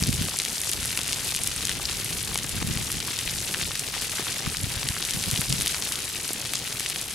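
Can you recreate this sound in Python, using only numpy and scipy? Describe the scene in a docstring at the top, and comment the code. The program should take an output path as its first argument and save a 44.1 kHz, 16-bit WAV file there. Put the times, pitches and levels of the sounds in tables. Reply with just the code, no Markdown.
"""A grass fire burns through dry brush in an open field, a few metres away and a little to the left.
Each bursting stalk radiates a pressure impulse and a decaying spray of noise from its tearing fibres.
Thousands superpose into a bright crackle; near ones snap, thick ones pop dully, hollow ones resonate.
Beneath them turbulent flames flutter and flare into a low, lumpy roar, and gas pockets ignite in whumps.
With no walls to reflect the sound, there is no reverberation."""
import sys
import numpy as np
from scipy import signal
from scipy.fft import rfft, irfft, next_fast_len
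from scipy.io import wavfile
from scipy.ndimage import uniform_filter1d

SR = 44100
rng = np.random.default_rng(int(sys.argv[2]) if len(sys.argv) > 2 else 0)


def dump_mix(stems):
    """Bounce the given channels to the path in sys.argv[1] as a 16-bit WAV at rate SR."""
    frames = np.atleast_2d(stems).T  # one column per channel
    limited = np.clip(frames, -1, 1)  # hard clip at full scale
    pcm = np.round(limited * 32767).astype(np.int16)
    wavfile.write(sys.argv[1], SR, pcm)


N = 314874

# how hard the grass burns, used relative to its mean: t/s, thick-stalk level/dB, fine-blade level/dB
BURN_LEVELS = [(0.0, -37, -33), (1.31, -36, -34.5), (1.43, -37.5, -35), (1.87, -37, -35),
               (2.24, -37, -34.5), (2.42, -38, -36), (2.82, -37, -36), (3.42, -36.5, -33.5),
               (3.84, -38, -35.5), (4.2, -36, -34), (4.63, -36.5, -37), (4.81, -36, -36.5),
               (5.11, -36, -33), (5.47, -36, -32), (5.81, -36.5, -33), (6.04, -38, -34.5),
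               (6.52, -38.5, -36.5), (7.14, -37.5, -36.5)]
# spectral envelope of ticks and snaps: f/Hz, gain/dB
SNAP_SPECTRUM = [(200, 21), (1000, -1), (2600, -0.5), (7000, -4), (10300, 0), (12500, -7), (15500, -22)]
STALK_HZ, BLADE_HZ = 2970, 8950   # where the two kinds of fuel sound
OPPOSITE = np.array([[1], [-1]])   # plus on the left, minus on the right


def from_db(db):
    """Amplitude ratio: a factor of ten for every 20 dB."""
    return 10 ** (np.asarray(db) / 20)


def unit_rms(x):
    """Normalisation to a mean square of one."""
    return x / np.sqrt(np.mean(x ** 2) + 1e-20)


def in_time(rows):
    """Linear interpolation of each column to every sample."""
    times, *columns = np.transpose(rows)
    return [np.interp(np.arange(N) / SR, times, column) for column in columns]


def at_hz(points, hz):
    """Interpolation on a logarithmic frequency axis."""
    known_hz, values = np.transpose(points)
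    return np.interp(np.log(hz + 1e-9), np.log(known_hz), values)


def drift(corner_hz, step=40):
    """Random modulation of unit RMS: noise through two one-pole low-passes."""
    pole = np.exp(-2 * np.pi * corner_hz * step / SR)
    noise = rng.standard_normal(N // step + 2002)
    slow = signal.lfilter([1], [1, -2 * pole, pole ** 2], noise)[2000:]   # once settled
    return np.interp(np.arange(N) / step, np.arange(len(slow)), unit_rms(slow))


def coloured(x, spectrum, depth=1):
    """Minimum-phase filtering is causal: nothing sounds before its excitation."""
    size = 2 * next_fast_len(N // 2 + SR // 10)
    gain = from_db(depth * at_hz(spectrum, np.fft.rfftfreq(size, 1 / SR)))
    cepstrum = irfft(np.log(gain))
    cepstrum[1:size // 2] *= 2
    cepstrum[size // 2 + 1:] = 0
    return irfft(rfft(x, size) * np.exp(rfft(cepstrum)))[..., :N]


def resonance(x, hz, octaves, order=2):
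    """A damped resonance as a band-pass: the wider the band, the shorter the ring."""
    low, high = hz * 2 ** (-octaves / 2), hz * 2 ** (octaves / 2)
    edges = [min(low, .4 * SR), min(high, .47 * SR)]
    return signal.sosfilt(signal.butter(order, edges, "band", fs=SR, output="sos"), x + 1e-18)


def stereo_noise(correlation, size=N):
    """Partial coherence: white noise with an in-phase and an antiphase part."""
    mid, side = rng.standard_normal((2, size))
    return np.sqrt((1 + correlation) / 2) * mid + np.sqrt((1 - correlation) / 2) * side * OPPOSITE


def tuft_swell_db(hz, spread_octaves=1.56):
    """A catching tuft raises the crackle's level by a Gaussian in time and log frequency."""
    # tufts catching: peak t/s, half-length/s, rise/dB, f/Hz
    tufts = [(0.708, 0.039, 2.5, 9000), (1.275, 0.032, 4, 5000), (1.893, 0.035, 3, 4000),
             (2.118, 0.046, 3, 6000), (3.277, 0.033, 2, 3000), (3.61, 0.021, 2, 2500),
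             (3.953, 0.019, 7, 1600), (4.027, 0.017, 4.5, 7000), (4.254, 0.09, 3, 1630),
             (6.55, 0.02, 5, 3500)]
    t = np.arange(0, N, 200) / SR
    swell = sum(rise_db * np.exp(-((t - s) / half_s) ** 2 - (np.log2(hz / tuft_hz) / spread_octaves) ** 2)
                for s, half_s, rise_db, tuft_hz in tufts)
    return np.interp(np.arange(N) / SR, t, swell)


def crackle(level_db=-31.5, spray_share=0.7, spray_s=0.0011, hiss_db=-15, bands=16):
    """Shot noise: thousands of tiny bursts a second, most faint and a few strong, arrive in flurries."""
    # spectral envelope of the crackle: f/Hz, gain/dB
    spectrum = [(200, -3), (450, -7.5), (780, -10), (1000, -8.5), (1800, -4.5), (2700, -1.34),
                (3700, -0.65), (5200, -2), (7100, -2.5), (10300, -2.5), (12200, -8), (14300, -16),
                (15500, -27)]
    # coherence of sound scattered by the grass: f/Hz, left-right correlation
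    coherence = [(600, 0.62), (1300, 1), (3000, 0.41), (7000, 0.42), (13000, 0.93)]
    stalks_db, blades_db = (db - db.mean() for db in in_time(BURN_LEVELS))
    flurry_db = drift(32)
    decay = np.exp(-1 / (spray_s * SR))
    out = np.zeros((2, N))
    for hz in np.geomspace(450, 15000, bands):
        # fine blades, which tick higher, outnumber thick stalks
        per_s = 5200 / bands * (hz / 5200) ** 0.4 * from_db(flurry_db + 1.95 * drift(35))
        arrivals = rng.random(N) < per_s / SR
        sizes_db = 5 * np.minimum(rng.exponential(1, N), 3.44)
        spikes = unit_rms(arrivals * from_db(sizes_db))
        # fibres tear just after each spike; the far part of the fire merges into a hiss
        tearing = signal.lfilter([1 - decay], [1, -decay], spikes ** 2 + 1e-18)
        spray = np.sqrt(spray_share * tearing + from_db(hiss_db) ** 2) * stereo_noise(at_hz(coherence, hz))
        grains = np.sqrt(1 - spray_share) * spikes + spray
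        narrowing = min(1, STALK_HZ / hz) ** 0.27   # the finest blades tick in a narrower band
        band = resonance(grains, hz, octaves=1.4 * narrowing) / np.sqrt(narrowing)
        blade_share = at_hz([(STALK_HZ, 0), (BLADE_HZ, 1)], hz)
        burn_db = (1 - blade_share) * stalks_db + blade_share * blades_db
        out += band * from_db(burn_db + tuft_swell_db(hz))
    return from_db(level_db) * unit_rms(coloured(out, spectrum))


def turbulence(swirl_db, swirl_hz, octaves):
    """Large eddies reach both sides coherently; smaller swirls add a band in antiphase."""
    shared, apart = rng.standard_normal((2, N))
    return shared + from_db(swirl_db) * resonance(apart, swirl_hz, octaves) * OPPOSITE


def flame_strength(attack_s=0.029, release_s=0.035):
    """Incoherent sources add in power: the draught, and flares that rise, hold and die away."""
    # steady draught of the flame front: t/s, level/dB
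    draught = [(0, -42), (.45, -51), (.8, -45.5), (1.7, -41), (2.3, -39), (3.1, -46), (4.3, -46),
               (5.6, -45), (6.2, -49.5), (7.14, -51.5)]
    # tongues of flame flaring up: t/s, hold/s, level/dB
    flares = [(0, 0.24, -31), (0.767, 0.1, -39.5), (2.54, 0.094, -35), (2.625, 0.11, -34),
              (2.75, 0.08, -35), (2.934, 0.041, -36), (3.253, 0.15, -40.5), (3.625, 0.054, -38),
              (4.46, 0.036, -37), (4.59, 0.11, -37), (4.76, 0.015, -37), (4.85, 0.046, -36),
              (5.152, 0.049, -38.5), (5.275, 0.12, -36.5), (5.487, 0.037, -31), (5.59, 0.02, -33.5)]
    t = np.arange(N) / SR
    power = from_db(in_time(draught)[0]) ** 2
    for s, hold_s, level_db in flares:
        rise = np.clip(1 + (t - s) / attack_s, 0, 1)
        fall = np.exp(-np.maximum(t - s - hold_s, 0) / release_s)
        power += (from_db(level_db) * rise * fall) ** 2
    return np.sqrt(power)


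def roar(gain_db=0.74, lumpy_db=3.5, average_s=0.05):
    """Turbulent combustion radiates low noise in quick lumps; its running RMS follows the flames."""
    # spectral envelope of the roar: f/Hz, gain/dB
    spectrum = [(12, -48), (25, -13), (50, -0.5), (90, -0.5), (135, -0.5), (200, -6.5), (280, -13.5),
                (420, -19.5), (900, -33.5), (2000, -58)]
    eddies = turbulence(swirl_db=-7.5, swirl_hz=176, octaves=3.8) * from_db(lumpy_db * drift(34))
    rumble = coloured(eddies, spectrum)
    running_power = uniform_filter1d(np.mean(rumble ** 2, axis=0), int(average_s * SR))
    return from_db(gain_db) * flame_strength() * rumble / np.sqrt(running_power + 1e-18)


def flutter(level_db=-43.5, lumpy_db=4.0):
    """Amplitude-modulated turbulence: small flames flap along the ground without pause."""
    # spectral envelope of the small flames: f/Hz, gain/dB
    spectrum = [(30, -4.5), (120, 4.5), (300, -0.5), (430, -1), (620, -9.5), (800, -6), (1100, -19),
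                (2500, -21)]
    eddies = turbulence(swirl_db=-29, swirl_hz=215, octaves=0.84)
    flapping = from_db(lumpy_db * np.minimum(drift(44), 1.6))   # capped, so it never thuds
    return from_db(level_db) * unit_rms(coloured(eddies * flapping, spectrum))


def burst(level_db, hz, octaves, spray_share, spray_s, correlation, ring=0.0, size=1024):
    """Impulse excitation: a splitting stalk's spike and spray of tearing fibres drive its resonance."""
    t = np.arange(size) / SR
    spray = stereo_noise(correlation, size) * np.exp(-t / spray_s)
    push = np.sqrt(spray_share / size) * unit_rms(spray)
    push[:, 0] += np.sqrt(1 - spray_share)
    sound = resonance(push, hz, octaves) + ring * resonance(push, hz, octaves=0.21, order=1)
    return from_db(level_db) * np.sqrt(0.003 * SR / size) * unit_rms(sound)   # energy of 3 ms at level_db


def add(out, s, sound):
    """Superposition of a short sound starting at time s."""
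    start = int(np.clip(round(s * SR), 0, N - 1))
    out[:, start:start + sound.shape[1]] += sound[:, :N - start]


def ticks(per_s=50):
    """A Poisson process: single stalks a little farther off tick more often as the grass burns harder."""
    out = np.zeros((2, N))
    burn_db = np.mean(in_time(BURN_LEVELS), axis=0)
    chance = per_s / SR * from_db(burn_db - burn_db.mean())
    times = np.flatnonzero(rng.random(N) < chance) / SR
    for s, (softness, pitch, width, side) in zip(times, rng.uniform(-0.56, 1, (len(times), 4))):
        tick = burst(level_db=-32.5 - 0.5 * softness, hz=4600 * 2 ** (1.22 * pitch),
                     octaves=2.08 * 2 ** width, spray_share=0.14, spray_s=0.00095, correlation=1)
        add(out, s, tick * from_db(4.9 * side * OPPOSITE))
    return coloured(out, SNAP_SPECTRUM)


def whumps(half_width_cycles=0.38, max_shift_s=0.001):
    """A monopole pulse: a gas pocket expands and collapses, giving one compression and one rarefaction."""
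    # pockets of gas igniting: centre t/s, envelope level/dB, f/Hz
    pockets = [(0.0243, -16, 162), (0.086, -14, 131), (0.094, -10, 158), (0.215, -13.5, 170),
               (2.549, -27, 119), (2.649, -19.5, 124), (2.688, -18, 164), (2.7128, -17, 145),
               (2.7668, -17, 121), (4.477, -16.5, 142), (4.642, -16.5, 117), (4.906, -22, 138),
               (5.15, -20.5, 144), (5.1725, -22.5, 120), (5.281, -22, 135), (5.3362, -16.5, 127),
               (5.394, -16, 140), (5.51, -18, 160), (5.525, -22, 150), (5.532, -30, 140), (5.539, -17, 140)]
    out = np.zeros((2, N))
    t = np.arange(-SR // 50, SR // 50) / SR
    for (s, level_db, hz), side in zip(pockets, rng.uniform(-1, 1, len(pockets))):
        cycles = hz * (t + max_shift_s * side * OPPOSITE)   # reaches one side sooner
        envelope = from_db(level_db) * np.exp(-(cycles / half_width_cycles) ** 2)
        add(out, s + t[0], -envelope * np.sin(2 * np.pi * cycles))
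    return out


def snaps(gain_db=1.38, hollow_hz=3500):
    """Brittle fracture: the nearest stalks crack loudly; the low, hollow ones resonate most."""
    # nearest stalks bursting: t/s, relative level/dB, f/Hz, bandwidth/octaves
    stalks = [(.0262, -19.5, 5400, 3.2), (0.0373, -17, 5360, 0.56), (.0685, -24, 6500, 2.4),
              (.073, -21, 7000, 2), (0.128, -19.5, 5800, 3.5), (.2218, -25, 3100, 2.2),
              (.2531, -28, 4400, 1.6), (0.2856, -26.5, 2170, 4.1), (0.3882, -15.5, 6800, 1.3),
              (.4003, -18, 4020, 1.7), (0.4185, -23, 5800, 1.8), (0.4508, -19, 5300, 1.6),
              (.5811, -25, 5000, 1.1), (.616, -21.5, 7600, 1.1), (.6358, -27, 3600, 2),
              (.6462, -25.5, 7300, 1.6), (0.694, -23, 7400, 0.91), (.7153, -20, 11800, .44),
              (0.7334, -19.5, 6000, 2.2), (0.8302, -24, 4000, 2.8), (.8511, -25, 4000, 3.7),
              (0.857, -20, 9500, 1.9), (.9063, -29, 3200, 1.6), (0.9746, -16.5, 5600, 2.8),
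              (.9905, -24, 3200, 1.2), (1.015, -24, 4900, 2.2), (1.0796, -24, 6500, 1.7),
              (1.089, -28, 2800, 0.58), (1.1244, -23, 5800, 1.9), (1.1303, -18, 4830, 1.9),
              (1.2444, -29, 9800, 1.3), (1.2721, -25.5, 5500, 3.4), (1.3432, -24, 7200, 1.5),
              (1.3488, -20.5, 4560, 2.1), (1.363, -17, 7500, 2), (1.4356, -18.5, 8400, 0.89),
              (1.4724, -19, 8000, 4.9), (1.475, -13.5, 10000, 2), (1.5163, -27, 3220, 2.8),
              (1.5627, -24, 8600, .9), (1.6526, -17.5, 6600, 1.5), (1.671, -22, 5200, 2.6),
              (1.6941, -19.5, 3800, 3.1), (1.7151, -25.5, 2800, 1), (1.8543, -22.5, 4800, 0.61),
              (1.9126, -30, 3300, 1.6), (2.0452, -23, 10800, 0.37), (2.0945, -33, 5200, 2),
              (2.229, -23, 10100, 0.76), (2.3446, -21, 7300, 2.7), (2.3571, -20, 2220, 3.4),
              (2.376, -19, 7560, 1.4), (2.3884, -23, 3600, 3.2), (2.4935, -23, 9000, 1.8),
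              (2.6273, -24, 2260, 3.6), (2.6738, -23, 7500, 2.3), (2.774, -22, 4100, 2.3),
              (2.9176, -20.5, 7600, 1.8), (2.9263, -20.5, 9000, 3.6), (3.003, -22.5, 3900, 1.9),
              (3.0748, -26, 7000, 1.5), (3.1891, -20.5, 4960, 1.8), (3.1978, -32.5, 2500, 1.2),
              (3.2119, -29, 2900, 1), (3.2765, -24, 2700, 0.79), (3.2962, -26, 3800, 1.2),
              (3.3867, -26.5, 4800, 0.99), (3.4807, -28, 5000, 1.1), (3.5411, -24.5, 2700, 1.9),
              (3.5456, -22.5, 2150, 1.3), (3.6133, -25.5, 2680, 1.4), (3.629, -27, 3300, 1.1),
              (3.636, -25, 3930, .8), (3.717, -25.5, 3700, 2), (3.7545, -24, 4150, 2.7),
              (3.7948, -19.5, 6430, 1.8), (3.979, -29.5, 2500, 1.8), (4.0217, -21, 5600, 4.5),
              (4.1015, -30, 8500, 1), (4.4619, -28.5, 3700, 2), (4.5474, -28.5, 1900, 0.85),
              (4.5699, -21.5, 4600, 1), (4.6133, -26, 9500, 1), (4.6337, -23, 11800, 1.7),
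              (4.831, -23, 3400, 1.8), (4.8879, -16, 4530, 2.3), (4.9216, -33, 2720, 1),
              (5.0255, -21.5, 4380, 1), (5.051, -21.5, 5600, 2), (5.088, -31, 3300, 1.2),
              (5.1085, -20, 4600, 1.8), (5.1363, -24, 4000, 1.6), (5.2125, -27, 4600, 2.2),
              (5.2242, -25, 6200, 2), (5.2389, -21, 4120, 2.4), (5.3128, -13.5, 8000, 2.4),
              (5.3601, -22.5, 3450, 1), (5.3755, -21, 4500, 1.6), (5.41, -19, 10200, 1.1),
              (5.4165, -21.5, 3700, 3.8), (5.5039, -23.5, 4800, 1.5), (5.526, -12.5, 5200, 1.54),
              (5.6025, -22, 8000, 2.5), (5.6108, -17, 7500, 4.4), (5.6206, -19, 8800, 0.99),
              (5.661, -16, 6700, 3.5), (5.6721, -19, 3600, 1), (5.6785, -16, 7600, 2.1),
              (5.7453, -21.5, 3200, 2.4), (5.8235, -21, 4840, 0.91), (5.8509, -23, 9600, 1.6),
              (5.8641, -37, 3500, 2), (5.8817, -34, 6500, 1.2), (5.922, -20, 7200, 1.4),
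              (5.9566, -23.5, 4120, 1.6), (6.1572, -29, 3000, 1), (6.2786, -26, 9000, 1.5),
              (6.3328, -18.5, 11000, 1.6), (6.4577, -25, 3900, 1.5), (6.5358, -18, 4770, 3.5),
              (6.5548, -18, 5100, 1.1), (6.7258, -25.5, 5940, 0.64), (6.7973, -19, 9000, 1.8),
              (6.806, -21, 6100, 5), (6.8613, -23, 2830, 1.7), (6.8891, -25, 7200, 1),
              (6.8996, -19.5, 7600, 2.4), (6.9041, -25, 4000, 1.8), (6.9601, -27, 2490, 1.7),
              (7.014, -24.5, 8200, 0.81)]
    out = np.zeros((2, N))
    for s, level_db, hz, octaves in stalks:
        ring = 0.53 * min(1, (hollow_hz / hz) ** 2)
        add(out, s, burst(level_db + gain_db, hz, octaves,
                          spray_share=0.23, spray_s=0.0022, correlation=0.83, ring=ring))
    return coloured(out, SNAP_SPECTRUM)


def pops(gain_db=0.7):
    """Thick stems burst more slowly and resonate lower; heavy damping makes the lowest a broad knock."""
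    # thick stems bursting: t/s, relative level/dB, f/Hz
    stems = [(.341, -32, 820), (.991, -32, 900), (1.323, -35, 1010), (1.797, -32, 860), (2.316, -35, 1020),
             (2.358, -46, 380), (2.616, -33, 1190), (2.625, -48, 530), (2.902, -29.5, 1900),
             (3.081, -33, 1000), (3.7085, -31.5, 1350), (3.941, -30.5, 1700), (4.133, -34.5, 1390),
             (4.184, -31, 1700), (4.196, -26, 365), (4.269, -29, 1480), (4.466, -29.5, 1500),
             (4.829, -32.5, 940), (4.966, -28, 1730), (5.744, -52, 1360), (5.864, -32, 2100),
             (6.306, -30, 383)]
    out = np.zeros((2, N))
    for s, level_db, hz in stems:
        octaves = 1.5 * max(1, STALK_HZ / 3 / hz) ** 0.34
        add(out, s, burst(level_db + gain_db, hz, octaves,
                          spray_share=0.42, spray_s=0.0029, correlation=0.87, ring=0.53))
    return out


def hollow_stems(decay_s=0.0016):
    """Cavity resonance: the air in a bursting hollow stem rings for a few cycles at a woody pitch."""
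    # air columns ringing: t/s, initial level/dB, f/Hz
    cavities = [(0.3998, -24, 3140), (.7334, -19, 3800), (.9746, -15, 2740), (1.6935, -21, 3790),
                (1.8543, -18.5, 5050), (2.3583, -25, 2120)]
    out = np.zeros((2, N))
    t = np.arange(1024)[None] / SR
    for s, level_db, hz in cavities:
        add(out, s, from_db(level_db) * np.sin(2 * np.pi * hz * t) * np.exp(-t / decay_s))
    return out


def scene():
    """All sources superpose; an interaural level difference sets the fire slightly to the left."""
    # level difference between the sides: f/Hz, left minus right/dB
    lean = [(100, -0.5), (350, 1), (700, 1), (1300, 2.5), (2400, 4), (4400, 2.5), (8000, 2), (14000, -0.5)]
    left, right = crackle() + ticks() + snaps() + hollow_stems() + pops() + roar() + flutter() + whumps()
    return np.array([coloured(left, lean, depth=0.5), coloured(right, lean, depth=-0.5)])


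def record(dry, ceiling=0.68, cutoff_hz=15700):
    """Soft saturation rounds the tallest spikes; a steep low-pass limits the bandwidth."""
    low_pass = signal.ellip(10, .1, 90, cutoff_hz, fs=SR, output="sos")
    return signal.sosfilt(low_pass, ceiling * np.tanh(dry / ceiling))


dry = scene()
out = record(dry)
dump_mix(out)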